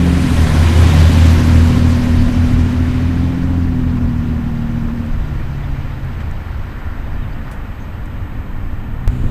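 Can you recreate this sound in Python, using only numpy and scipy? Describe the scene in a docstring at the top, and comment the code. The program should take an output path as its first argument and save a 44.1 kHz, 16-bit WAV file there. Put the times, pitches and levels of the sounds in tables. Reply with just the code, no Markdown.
"""Small-town street: a six-cylinder truck passes close by and drives off, easing off the throttle after 5 s.
Exhaust: firing-rate harmonics plus a throbbing low note. Tyres: coloured noise that dulls with distance.
Noise also makes the town, far traffic, wind buffets on the microphone and faint grit ticks.
A bird chirps in short glides, a light tinkle rings, thin electronic tones hold steady.
Near the end a far motor hums, a click is heard, a breezy rustle from then on, and a thump."""
import sys
import numpy as np
from scipy import signal
from scipy.io import wavfile

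SR = 44100
rng = np.random.default_rng(int(sys.argv[2]) if len(sys.argv) > 2 else 0)


def generate_wav(sig):
    """Save sig (samples, or channels by samples) to the path in sys.argv[1] as 16-bit PCM at SR."""
    pcm = np.round(np.clip(np.atleast_2d(sig).T, -1, 1) * 32767).astype(np.int16)
    wavfile.write(sys.argv[1], SR, pcm)


N = 410130
TIME = np.arange(N) / SR


def from_db(db):
    """Amplitude ratio of a level in dB."""
    return 10 ** (np.asarray(db) / 20)


def rms_one(x):
    """Scale to rms 1."""
    return x / np.sqrt(np.mean(x ** 2) + 1e-20)


def in_time(rows):
    """Each column of a curve, interpolated at every sample."""
    time_s, *columns = np.transpose(rows)
    return [np.interp(TIME, time_s, column) for column in columns]


def at_hz(points, hz):
    """Spectrum level in dB, read on a log frequency axis; -120 dB beyond its ends."""
    point_hz, db = np.transpose(points)
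    return np.interp(np.log(hz), np.log(point_hz), db, left=-120, right=-120)


def drift(rate_hz):
    """Slow random wander, rms 1: noise through a double pole, computed every 40 samples."""
    pole = np.exp(-80 * np.pi * rate_hz / SR)
    white = rng.standard_normal(N // 40 + 2002)
    slow = signal.lfilter([1], [1, -2 * pole, pole * pole], white)[2000:]  # drop the filter's start-up
    return np.interp(np.arange(N) / 40, np.arange(len(slow)), rms_one(slow))


def turning(hz):
    """Phase [rad] of a cycle at hz, from a random start."""
    return 2 * np.pi * (np.cumsum(hz) / SR + rng.random())


def bandpass(low_hz, high_hz, x):
    """Second-order Butterworth band."""
    return signal.sosfilt(signal.butter(2, [low_hz, high_hz], "band", fs=SR, output="sos"), x)


def noise_bands(colour):
    """Third-octave noise bands that follow a spectrum: yields (centre [Hz], band)."""
    edges_hz = np.geomspace(12, 16000, 32)
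    white = rng.standard_normal((2, N))  # neighbouring bands use different noise
    for k, (low_hz, high_hz) in enumerate(zip(edges_hz, edges_hz[1:])):
        centre_hz = np.sqrt(low_hz * high_hz)
        if colour[0][0] <= centre_hz <= colour[-1][0]:
            yield centre_hz, from_db(at_hz(colour, centre_hz)) * bandpass(low_hz, high_hz, white[k % 2])


def noise(colour):
    """Smooth coloured noise, rms 1."""
    return rms_one(sum(band for _, band in noise_bands(colour)))


def faint_hiss(level_db=-72):
    """Faint high hiss, independent in each channel."""
    # hiss spectrum: (frequency [Hz], relative density [dB per Hz])
    colour = [(4500, -10), (6000, -6), (12000, 1), (15000, -4)]
    return from_db(level_db) * np.array([noise(colour), noise(colour)])


def whine(waver_hz=3, flutter_hz=30, swing_hz=13):
    """Thin electronic tones at constant level; random waver and regular flutter in pitch."""
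    # steady tones: (frequency [Hz], level [dB])
    tones = [(6595, -76), (7865, -72.5), (13187, -62.5)]
    shift_hz = waver_hz * drift(25) + swing_hz * np.sin(2 * np.pi * flutter_hz * TIME)
    return sum(np.sqrt(2) * from_db(db) * np.sin(turning(hz + shift_hz)) for hz, db in tones)


def town(level_db=-37.5):
    """Steady coloured noise of the town."""
    # town spectrum: (frequency [Hz], relative density [dB per Hz])
    colour = [(150, -0.5), (270, -0.5), (350, -8.5), (550, -9.5), (1050, -7), (1400, -13), (2000, -16.5),
              (2800, -22), (4400, -44), (6000, -49), (7800, -35.5), (9500, -66), (12600, -32), (14000, -55),
              (15500, -67)]
    return from_db(level_db) * noise(colour)


def far_traffic():
    """A far wash of traffic: coloured noise that swells and ebbs."""
    # wash level: (time [s], level [dB])
    levels = [(0, -60), (5, -55.5), (6.2, -54), (6.85, -41), (7.2, -45.5), (7.5, -46), (8.3, -61),
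              (9.3, -65)]
    # wash spectrum: (frequency [Hz], relative density [dB per Hz])
    colour = [(650, 7.5), (1050, 6.5), (1700, 12.5), (2300, -14), (3500, -23)]
    level_db, = in_time(levels)
    return from_db(level_db) * noise(colour)


def wind(mean_db=-22.5, swing_db=.5, lumps_hz=4):
    """Lumpy low-frequency pressure at the microphone, with a few harder gusts."""
    # gusts, Gaussian in time: (peak time [s], level [dB], standard deviation [s])
    gust_rows = [(.47, -19, .07), (2.19, -14.5, .08), (2.548, -12.5, 0.072), (5.141, -15.5, 0.058),
                 (5.381, -20, 0.071), (7.216, -19.5, 0.049), (9.093, -11.5, 0.015), (9.24, -12, 0.032)]
    # wind spectrum: (frequency [Hz], relative density [dB per Hz])
    colour = [(12, -4.5), (20, 2), (40, -5), (65, -6), (100, -10.5), (160, -20.5), (300, -47)]
    gusts = sum(from_db(db) * np.exp(-.5 * ((TIME - s) / length_s) ** 2) for s, db, length_s in gust_rows)
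    steady = from_db(mean_db + swing_db * drift(lumps_hz))
    return np.hypot(steady, gusts) * noise(colour)


def bird(warble=.02):
    """Small bird: each chirp is a short, slightly rough glide."""
    # chirps: (time [s], start pitch [Hz], end pitch [Hz], length [s], level [dB])
    chirps = [(5.628, 3400, 3500, 0.0251, -49), (7.215, 3900, 3400, .045, -51),
              (7.315, 4350, 4470, .02, -56), (7.323, 4850, 4950, .025, -56)]
    out = np.zeros(N)
    rough = 1 + warble * drift(90)
    for s, start_hz, end_hz, length_s, db in chirps:
        start, size = int(s * SR), int(length_s * SR)
        hz = np.linspace(start_hz, end_hz, size) * rough[start:start + size]
        envelope = np.sqrt(2 * np.hanning(size))
        out[start:start + size] += from_db(db) * envelope * np.sin(turning(hz))
    return out


def tag():
    """Light metal tinkle, as of a dog's tag: each touch rings the same few high modes."""
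    # touches: (time [s], level [dB])
    touches = [(7.802, -52), (7.823, -49)]
    # ringing modes: (frequency [Hz], level re touch [dB], decay time constant [s])
    modes = [(6400, -1, 0.014), (6560, -12, .025), (6020, -5, .006), (7400, -10, .004)]
    out, t = np.zeros(N), TIME[:SR // 5]
    ring = sum(from_db(db) * np.sin(2 * np.pi * hz * t) * np.exp(-t / decay_s) for hz, db, decay_s in modes)
    for s, db in touches:
        start = int(s * SR)
        out[start:start + len(t)] += from_db(db) * ring
    return out


def grit():
    """Gritty ticks, scuffs and bumps: each contact is a decaying crunch of band-passed noise."""
    # contacts: (time [s], level before decay [dB], centre [Hz], width [octaves], decay time constant [s])
    contacts = [(1.895, -37, 4000, 1.5, 0.03), (3.968, -25, 1020, 0.83, 0.0051),
                (4.885, -24, 1015, 0.68, 0.003), (5.062, -47, 6480, 1.48, .003),
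                (6.048, -48, 8910, 1, 0.0018), (6.204, -33, 1298, 1.6, 0.017),
                (6.208, -55, 5530, 1.8, 0.0077), (6.312, -44, 5000, 1.8, 0.0025),
                (7.47, -35.5, 1160, 1.05, 0.082), (7.513, -45, 7160, 1.4, 0.02),
                (8.057, -50, 7600, .6, .005), (9.236, -18, 207.2, 0.83, 0.015)]
    out = np.zeros(N)
    for s, db, hz, octaves, decay_s in contacts:
        start = int(s * SR)
        t = TIME[:min(SR // 5, N - start)]
        half_width = 2 ** (octaves / 2)
        crunch = rms_one(bandpass(hz / half_width, hz * half_width, rng.standard_normal(len(t))))
        out[start:start + len(t)] += from_db(db) * crunch * np.exp(-t / decay_s)
    return out


def far_motor(octave_db=-9, between_db=-12):
    """Low wavering hum with overtones at 2 and 1.5 times its pitch."""
    # hum: (time [s], mean pitch [Hz], fundamental level [dB])
    hum_rows = [(8.5, 119, -67), (8.8, 117.1, -35.5), (9.0, 122.2, -30.5), (9.15, 122.5, -22.5),
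                (9.3, 128, -27)]
    hz, db = in_time(hum_rows)
    phase = turning(hz * (1 + 0.00752 * drift(6.6)))
    overtones = from_db(octave_db) * np.sin(2 * phase) + from_db(between_db) * np.sin(3 * phase / 2)
    return np.sqrt(2) * from_db(db) * (np.sin(phase) + overtones) * (TIME > hum_rows[0][0])


def click_and_breeze(click_s=9.0775, offset_db=-9, settle_s=0.014, breeze_db=-40):
    """A click: the waveform jumps negative and settles exponentially; a bright rustle is heard from then on."""
    # breeze spectrum: (frequency [Hz], relative density [dB per Hz])
    colour = [(300, 17.5), (1000, -4), (3400, -7), (5500, -23), (7000, -15), (8000, -6), (9500, -26),
              (13000, -29)]
    since_s = np.maximum(TIME - click_s, 0)
    offset = from_db(offset_db) * np.exp(-since_s / settle_s)
    return (since_s > 0) * (from_db(breeze_db) * noise(colour) - offset)


def road_rumble():
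    """Low road noise under the truck."""
    # rumble level: (time [s], level [dB])
    levels = [(0, -22.5), (1, -18.5), (2, -29.5), (3.5, -26), (5, -28), (6.3, -29), (7.5, -30.5),
              (8.3, -28), (9, -28.5), (9.3, -29)]
    # rumble spectrum: (frequency [Hz], relative density [dB per Hz])
    colour = [(50, -5), (68, 1.5), (86, 5.5), (110, -1), (137, -4), (172, -11.5), (220, -4.5), (275, -9.5),
              (345, -25.5), (450, -38)]
    level_db, = in_time(levels)
    return from_db(level_db) * noise(colour)


def front_tyre_sizzle():
    """High hiss of the front tyres, brightest as they approach."""
    # sizzle level: (time [s], level [dB])
    levels = [(0, -47), (.35, -41), (.8, -49), (1.4, -75)]
    # sizzle spectrum: (frequency [Hz], relative density [dB per Hz])
    colour = [(6200, -7), (8800, 0), (12000, -13)]
    level_db, = in_time(levels)
    return from_db(level_db) * noise(colour)


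def tyre_levels(closest_s=0.96, closest_m=3.81, speed_m_per_s=5.22):
    """Untrimmed roar, rush and hiss levels on a straight path: fixed dB lost per doubling of distance."""
    # rows roar, rush, hiss: (level at the closest point [dB], loss per doubling [dB])
    bands = [(-27, 5.5), (-27, 6), (-35.5, 10)]
    # extra treble: (time [s], rush [dB], hiss [dB])
    treble = [(0, 2, -1), (.4, 1, 0), (1.4, 0.5, 0), (2.0, -0.5, 1.5), (3.0, 1.5, 1), (3.8, -2.5, -2),
              (4.9, -1, 1), (5.8, 2.5, 1.5), (8.6, 1, -1)]
    distance_m = np.hypot(closest_m, speed_m_per_s * (TIME - closest_s))
    doublings = np.log2(distance_m / closest_m)
    roar_db, rush_db, hiss_db = [db - loss_db * doublings for db, loss_db in bands]
    more_rush_db, more_hiss_db = in_time(treble)
    return [roar_db, rush_db + more_rush_db, hiss_db + more_hiss_db]


def tread_ring(roar_db):
    """Air in tread grooves and wheel wells rings at a few resonances, as band-passed noise."""
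    # resonances: (centre [Hz], width [Hz], level re untrimmed roar [dB], extra loss [dB per dB of roar fade])
    resonances = [(538, 62, -6.5, 0.2), (1037, 145, -6.5, 0.4), (1398, 90, -19, -0.7), (1800, 170, -24, -1),
                  (3160, 1000, -8.5, 4.5)]
    white = rng.standard_normal(N)
    faded_db = roar_db.max() - roar_db
    out = 0
    for hz, width_hz, db, loss in resonances:
        ring = rms_one(bandpass(hz - width_hz / 2, hz + width_hz / 2, white))
        out = out + from_db(roar_db + db - loss * faded_db) * ring
    return out


def tyres(levels_db, cycle, trim_db=-1.2, patchy_db=1.37, chuff=0.07):
    """Tread noise loses its treble first as the truck leaves; close by it pulses with the firings."""
    # tyre spectrum: (frequency [Hz], relative density [dB per Hz])
    colour = [(300, 0), (440, -2.5), (550, -4.5), (700, -4.5), (880, -6), (1100, -11.5), (1390, -8.5),
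              (1750, -9), (2200, -11), (3000, -14), (5000, -18.5), (7000, -22.5), (11000, -30),
              (13000, -20), (15500, -57)]
    # rows roar, rush, hiss: (low edge [Hz], high edge [Hz])
    bands_hz = [(350, 1000), (1300, 3500), (5500, 12500)]
    step_hz = 10
    grid_hz = np.arange(20., 16000, step_hz)
    power = from_db(at_hz(colour, grid_hz)) ** 2 * 2 * step_hz / SR  # white noise of variance 1, coloured
    gains_db = []
    for db, (low_hz, high_hz) in zip(levels_db, bands_hz):
        inside = (grid_hz > low_hz) & (grid_hz < high_hz)
        gains_db.append(db - 10 * np.log10(power[inside].sum()))
    log_centres = np.log(bands_hz).mean(axis=1)
    out = 0
    for hz, band in noise_bands(colour):
        # blend the gains of the nearest bands
        shares = [np.interp(np.log(hz), log_centres, row) for row in np.eye(len(log_centres))]
        gain_db = sum(share * gain for share, gain in zip(shares, gains_db))
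        out = out + band * from_db(gain_db + patchy_db * drift(23.5))
    near = from_db(levels_db[0] - levels_db[0].max())
    firing = np.sin(6 * cycle)
    return from_db(trim_db) * out * (1 + chuff * near * firing)


def boom(waver_db=0.55):
    """The deepest exhaust note throbs as it beats against a weaker tone a few Hz below."""
    # note: (time [s], pitch [Hz], mean level [dB])
    note = [(0, 80, -16), (.5, 81.5, -11.5), (1.0, 83, -8.5), (1.6, 83.5, -9.5), (2.0, 85.5, -15.5),
            (2.6, 86, -15.5), (3.2, 85.5, -17), (3.6, 87, -18), (4.3, 83, -24), (4.8, 80.5, -31.5),
            (6.6, 81.5, -29.5)]
    # beating: (time [s], throb rate [Hz], depth [0-1])
    throb = [(0, 4.6, 0.05), (.45, 3.5, 0.7), (.65, 5.1, 0), (1.05, 4.7, 0.37), (1.25, 3.24, 0.34),
             (2.15, 3.2, 0.64), (2.35, 5, 0.6), (2.8, 5, 0.48), (3.05, 2.2, 0.11), (3.6, 2.22, .5),
             (4, 6.8, 0.82)]
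    hz, db = in_time(note)
    throb_hz, depth = in_time(throb)
    phase = turning(hz)
    beat = 2 * np.pi * np.cumsum(throb_hz) / SR
    pair = (np.sin(phase) - depth * np.sin(phase - beat)) / np.hypot(1, depth)
    fade = np.interp(TIME, (6.43, 6.86), [1, 0])  # s
    return np.sqrt(2) * from_db(db + waver_db * drift(7)) * pair * fade


def exhaust(roar_db, second_trim_db=-.5, rasp_trim_db=-2, rasp_fade=0.074, jitter=0.0011,
            second_waver_db=2.5, third_waver_db=0.6, uneven_waver_db=4.0):
    """Firing-rate harmonics, and between them weaker lines of six unequal cylinders; also returns cycle phase."""
    # engine speed: (time [s], mean firing rate [Hz])
    speed = [(0, 86.5), (.2, 87.4), (.42, 78.55), (.6, 74.5), (.8, 75.13), (1.3, 79.57), (1.7, 80.96),
             (2.75, 81.9), (3.1, 84.56), (3.5, 87.3), (3.8, 83.64), (4.1, 79.67), (4.85, 76.8), (5.0, 78.8),
             (5.2, 73.8), (5.7, 68.4), (6.3, 65.2)]
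    # drone: (time [s], second firing harmonic before trim [dB], third firing harmonic [dB])
    drone = [(0, -15.5, -19.5), (.3, -23.5, -20), (.6, -19, -26), (.95, -16, -25), (1.5, -20.5, -18.5),
             (2.1, -25.5, -17.5), (2.9, -28.5, -20), (3.4, -23.5, -22.5), (3.85, -27, -20.5),
             (4.6, -24, -23), (5.0, -28.5, -24.5), (5.2, -26, -34), (5.35, -27.5, -44), (5.7, -25, -53),
             (6.1, -25.5, -54)]
    # overtones of uneven cylinders: (multiple of cycle rate, level re third firing harmonic [dB])
    uneven = [(3, -10.5), (9, -9), (13, -16), (15, -12.5), (17, -14), (19, -11), (20, -21)]
    # overtones heard only close by: (multiple of cycle rate, level re untrimmed roar, before rasp trim [dB])
    rasp = [(9, 7), (10, 2.5), (15, -1), (20, -5.5), (21, -2.5), (22, -5.5), (23, -3.5), (27, -4.5),
            (30, -9.5), (36, -21), (42, -19)]
    firing_hz, = in_time(speed)
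    second_db, third_db = in_time(drone)
    cycle = turning(firing_hz * (1 + jitter * drift(10)) / 6)  # six firings a cycle

    def overtone(multiple, db, waver_db):
        """One line of the cycle, its level wavering."""
        level_db = db + waver_db * np.minimum(drift(4.5), 1.2)
        return np.sqrt(2) * from_db(level_db) * np.sin(multiple * cycle + 2 * np.pi * rng.random())

    out = overtone(12, second_db + second_trim_db, second_waver_db)
    out += overtone(18, third_db, third_waver_db)
    out += sum(overtone(k, third_db + db, uneven_waver_db) for k, db in uneven)
    # the rasp fades slightly faster than the roar
    rasp_db = roar_db - rasp_fade * (roar_db.max() - roar_db) + rasp_trim_db
    out += sum(overtone(k, rasp_db + db, uneven_waver_db) for k, db in rasp)
    fade = np.interp(TIME, (6.08, 6.25), [1, 0])  # s
    return out * fade, cycle


def scene():
    """Town, wind, small sounds and truck in mono; only the faint hiss differs between the channels."""
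    levels_db = tyre_levels()
    roar_db = levels_db[0]
    engine, cycle = exhaust(roar_db)
    background = town() + far_traffic() + whine() + wind()
    details = bird() + tag() + grit() + far_motor() + click_and_breeze()
    rolling = road_rumble() + front_tyre_sizzle() + tread_ring(roar_db) + tyres(levels_db, cycle)
    truck = rolling + boom() + engine
    return background + details + truck + faint_hiss()


def record(dry):
    """Clip peaks at full scale, then cut the top with a steep low-pass."""
    lowpass = signal.ellip(10, .1, 80, 15400, fs=SR, output="sos")  # ripple dB, stopband dB, cutoff Hz
    return signal.sosfilt(lowpass, np.clip(dry, -1, 1))


dry = scene()
out = record(dry)
generate_wav(out)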